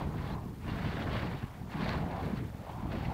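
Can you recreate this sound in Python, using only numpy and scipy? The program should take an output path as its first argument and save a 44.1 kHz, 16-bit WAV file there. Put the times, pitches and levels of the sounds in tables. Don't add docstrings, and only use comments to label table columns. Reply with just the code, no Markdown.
import sys
import numpy as np
from scipy import signal
from scipy.io import wavfile

SR = 44100
rng = np.random.default_rng(int(sys.argv[2]) if len(sys.argv) > 2 else 0)


def attenuation_scalar(level_db):
    decades = np.asarray(level_db, float) / 20
    return 10 ** decades


def int16_out(signal):
    q = np.round(np.clip(np.atleast_2d(signal).T, -1, 1) * 32767)
    wavfile.write(sys.argv[1], SR, q.astype(np.int16))


N = 138033

# t/s, level/dB
TEARING_SWING = [(0.0, -52.5), (0.12, -60), (0.3, -48), (0.38, -65.5), (0.59, -65), (0.69, -50.5),
                 (0.97, -45.5), (1.08, -49.5), (1.13, -43), (1.66, -66.5), (1.72, -50.5), (1.9, -41),
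                 (2.07, -56.5), (2.25, -51.5), (2.53, -63), (2.89, -59.5), (2.93, -49.5), (3.13, -54)]


def rms_one(x):
    return x / np.sqrt(np.mean(x ** 2) + 1e-20)


def in_time(rows):
    s, *columns = np.transpose(rows)
    return [np.interp(np.arange(N) / SR, s, column) for column in columns]


def lowpass(x, cut_hz, run=signal.sosfilt):
    return run(signal.butter(2, cut_hz, fs=SR, output="sos"), x)


def drift(rate):
    r = np.exp(-40 * np.pi * rate / SR)
    white = rng.standard_normal(N // 20 + 4002)
    slow = signal.lfilter([1], [1, -2 * r, r * r], white)[4000:]
    return np.interp(np.arange(N) / 20, np.arange(len(slow)), rms_one(slow))


def banded(colour, shared_db, own_db, grain_db, rate):
    hz, db = np.transpose(colour)
    band_edges = 18 * 2 ** np.arange(0, 10.1, 1 / 3)
    white = rng.standard_normal((2, N + 8000))
    together = shared_db * drift(rate) + grain_db * drift(120)
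    out = 0
    for k, (low, high) in enumerate(zip(band_edges, band_edges[1:])):
        own = own_db * drift(rate)
        if hz[0] * .8 < low < hz[-1] * 1.1:
            sos = signal.butter(2, [low, high], "band", fs=SR, output="sos")
            band = signal.sosfilt(sos, white[k % 2])[8000:]
            colour_db = np.interp(np.log(low * high) / 2, np.log(hz), db)
            out = out + band * attenuation_scalar(colour_db + together + own)
    return rms_one(out)


def pulse(width_s):
    t = np.arange(-600, 601) / SR / width_s
    bump = np.exp(-np.abs(t) ** 1.6)
    dip = np.exp(-((t - .6) / 2.8) ** 2)
    shape = bump - dip * bump.sum() / dip.sum()
    return shape / shape.max()


def ground(x):
    # t/s, first notch f/Hz, echo level/dB
    turf_echo = [(0, 463, -8), (.2, 535, -6.5), (.65, 540, -3.5), (.8, 465, -12), (1.3, 516, -20),
                 (1.42, 580, -1.5), (1.58, 389, -3), (1.75, 510, 1), (1.95, 474, -18), (2.15, 417, 3),
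                 (2.28, 480, -17), (2.37, 543, -10.5), (2.62, 335, -5.5), (2.88, 560, 4), (2.97, 500, -22),
                 (3.13, 392, 10)]
    notch_hz, echo_db = in_time(turf_echo)
    dull = lowpass(x, 850, signal.sosfiltfilt)
    delay = SR / (2 * notch_hz)
    late = np.interp(np.arange(N) - delay, np.arange(N), dull)
    return x + attenuation_scalar(np.minimum(echo_db, 0)) * late


def preamp_hiss():
    # f/Hz, level/dB per Hz
    hiss_colour = [(300, 6), (3000, 4), (6000, 2), (9500, -1.5), (13000, 0), (16100, 0)]
    rip_db, = in_time(TEARING_SWING)
    hiss_db = -64 + .085 * (rip_db + 56)
    return attenuation_scalar(hiss_db) * banded(hiss_colour, shared_db=.16, own_db=.6, grain_db=-1.1, rate=14)


def chain_ticks():
    # t/s, peak level/dB
    knocks = [
        (1.8925, -28),
        (3.063, -44),
        (3.104, -47),
    ]
    # f/Hz, level/dB, t60/s
    link_modes = [(2600, 0, .009), (3400, -4, .005), (4100, 0, .008), (5200, -11, .004), (6200, -14, .005),
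                  (8300, -24, .004)]
    clicks = np.full(N, 1e-18)
    for s, db in knocks:
        clicks[int(s * SR)] = attenuation_scalar(db)
    clicks = lowpass(clicks, 6000)
    out = 0
    for hz, db, t60 in link_modes:
        r, w = attenuation_scalar(-60 / (t60 * SR)), 2 * np.pi * hz / SR
        ring = signal.lfilter([0, np.sin(w)], [1, -2 * r * np.cos(w), r * r], clicks)
        out = out + attenuation_scalar(db - 3) * ring
    return out


def chain_whistles():
    # t/s, length/s, f/Hz, level/dB
    chirps = [
        (.317, .03, 4100, -58),
        (.678, .045, 2790, -53),
        (.695, .012, 3250, -57),
        (.66, .05, 980, -52),
        (1.105, .04, 3200, -56),
        (1.715, .025, 2720, -54),
        (2.689, .016, 880, -44),
        (2.722, .016, 3150, -60),
        (3.044, .014, 2750, -54),
        (3.013, .012, 2600, -54),
    ]
    rough_db, waver_rad, fade_s = 4.5, .8, .004
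    t, out = np.arange(N) / SR, np.zeros(N)
    wobble, waver = drift(110), drift(100)
    for s, length, hz, db in chirps:
        shape = np.clip(np.minimum(t - s, s + length - t) / fade_s, 0, 1)
        tone = np.sin(2 * np.pi * hz * t + waver_rad * waver)
        out += shape * attenuation_scalar(db + rough_db * wobble) * tone
    return out


def roar_and_tear():
    # t/s, level/dB
    roar_swing = [(0.0, -43), (0.02, -43.5), (0.09, -50.5), (0.36, -47), (0.59, -63.5), (0.68, -45.5),
                  (0.74, -49.5), (1.16, -43.5), (1.63, -58.5), (1.81, -44), (2.04, -44.5), (2.25, -43.5),
                  (2.51, -58), (2.72, -49), (2.83, -49.5), (2.95, -44.5), (2.97, -49), (3.13, -45.5)]
    # t/s, peak level/dB
    flares = [(0.0094, -40), (0.176, -41.5), (0.3002, -48), (0.6784, -39), (0.782, -37.5), (0.8414, -30.5),
              (0.9194, -35), (1.1044, -43), (1.148, -29.5), (1.2195, -32), (1.309, -34.5), (1.4232, -36.5),
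              (1.719, -47), (1.7649, -54), (2.1046, -40), (2.2114, -48), (2.3665, -37.5), (2.5326, -49),
              (2.6884, -41), (2.916, -32), (2.9494, -50), (3.0135, -50)]
    # f/Hz, level/dB per Hz
    roar_colour = [(200, -50), (350, 1), (700, 1.5), (1050, -2.5), (1350, -12.5), (2200, -23.5),
                   (4000, -65)]
    tear_colour = [(250, -11), (450, -2), (1000, -0.5), (1800, 3), (2600, -3.5), (4200, -10), (5500, -41),
                   (9000, -38.5)]
    rise_s, fall_s, flare_db = .0037, .027, -9
    roar_db, = in_time(roar_swing)
    rip_db, = in_time(TEARING_SWING)
    t, flare_power = np.arange(N) / SR, np.zeros(N)
    for s, db in flares:
        u = np.maximum(t - s, 0)
        burst = (1 - np.exp(-u / rise_s)) * np.exp(-u / fall_s)
        flare_power += attenuation_scalar(2 * (db + flare_db)) * burst ** 2
    roar = banded(roar_colour, shared_db=-.06, own_db=2, grain_db=1.3, rate=14)
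    roar = roar * np.sqrt(attenuation_scalar(2 * (roar_db + 2.18)) + flare_power)
    tear = banded(tear_colour, shared_db=1, own_db=2.1, grain_db=1, rate=31.4)
    tear = tear * np.sqrt(attenuation_scalar(2 * (rip_db + 1.5)) + flare_power)
    return ground(roar) + tear


def flapping():
    # t/s, level/dB, quick part over slow part/dB
    flap_swing = [(0, -39.5, 3), (.07, -35.5, -5), (.35, -38.5, -4.5), (.59, -46, -4), (.65, -36, -4.5),
                  (.85, -38, -2.5), (1.14, -36.5, -1.5), (1.4, -41.5, -7), (1.58, -47, -15),
                  (1.71, -41, -10), (1.79, -35.5, -2), (1.92, -32.5, -1), (2.2, -40.5, -8),
                  (2.28, -35.5, 2), (2.5, -43.5, -5.5), (2.64, -47.5, -20), (2.91, -36, 1.5),
                  (3.13, -39, -7)]
    # t/s, peak level/dB
    big_flaps = [(0.091, -25.6), (0.201, -27.2), (0.244, -27.6), (0.362, -28.8), (0.441, -31.3),
                 (0.539, -33.9), (0.72, -24.5), (0.895, -28.0), (1.088, -24.5), (1.127, -26.1),
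                 (1.165, -26.3), (1.232, -25.2), (1.332, -30.9), (1.432, -30.1), (1.441, -24.1),
                 (1.616, -30.9), (1.884, -23.3), (2.014, -24.9), (2.183, -29.6), (2.267, -24.9),
                 (2.377, -27.7), (2.549, -30.5), (2.697, -34.8), (2.892, -28.5), (2.912, -27.8),
                 (3.011, -26.8), (3.085, -22.4)]
    # f/Hz, level/dB per Hz
    slow_colour = [(18, -32), (30, -25.5), (60, -8.5), (95, -4), (150, -4.5), (230, -10.5), (400, -19)]
    quick_colour = [(70, -22), (130, -8.5), (200, 5.5), (280, -2), (450, -11.5), (800, -26)]
    flaps_per_s, spread_db, bump_share = 260, 1.6, .18
    flap_width_s, duck_s, duck_depth = .0015, .008, .8
    level_db, quick_db = in_time(flap_swing)

    sizes = attenuation_scalar(spread_db * np.minimum(rng.exponential(1, N), 4))
    small_flaps = sizes * (rng.random(N) < flaps_per_s / SR)
    bumps = signal.fftconvolve(small_flaps, pulse(flap_width_s * 1.48), "same")
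    bumps = rms_one(lowpass(bumps, 240, signal.sosfiltfilt))
    slow = banded(slow_colour, shared_db=2.45, own_db=.07, grain_db=.7, rate=7.7)
    quick = banded(quick_colour, shared_db=-3.5, own_db=.5, grain_db=-.5, rate=37)
    bed = np.sqrt(bump_share) * bumps + np.sqrt(1 - bump_share) * slow
    bed = bed + attenuation_scalar(quick_db) * ground(quick) / 2

    t, marks, room = np.arange(N) / SR, np.zeros(N), np.ones(N)
    for s, db in big_flaps:
        marks[int(s * SR)] = attenuation_scalar(db + 2.2)
        room = room * (1 - duck_depth * np.exp(-((t - s) / duck_s) ** 2))
    big = signal.fftconvolve(marks, pulse(flap_width_s), "same")
    return attenuation_scalar(level_db + 1) * bed * room + big


def scene():
    chains = chain_ticks() + chain_whistles()
    fire = roar_and_tear() + flapping()
    return (preamp_hiss() + chains + fire)[None]


def roll_off(x):
    return signal.sosfilt(signal.butter(12, 16640, fs=SR, output="sos"), x)


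def record(dry):
    ceiling, cutoff_hz = .13, 15820
    rounded = ceiling * np.tanh(dry / ceiling)
    steep = signal.ellip(12, .5, 60, cutoff_hz - 120, fs=SR, output="sos")
    return roll_off(signal.sosfilt(steep, rounded))


dry = scene()
out = record(dry)
int16_out(out)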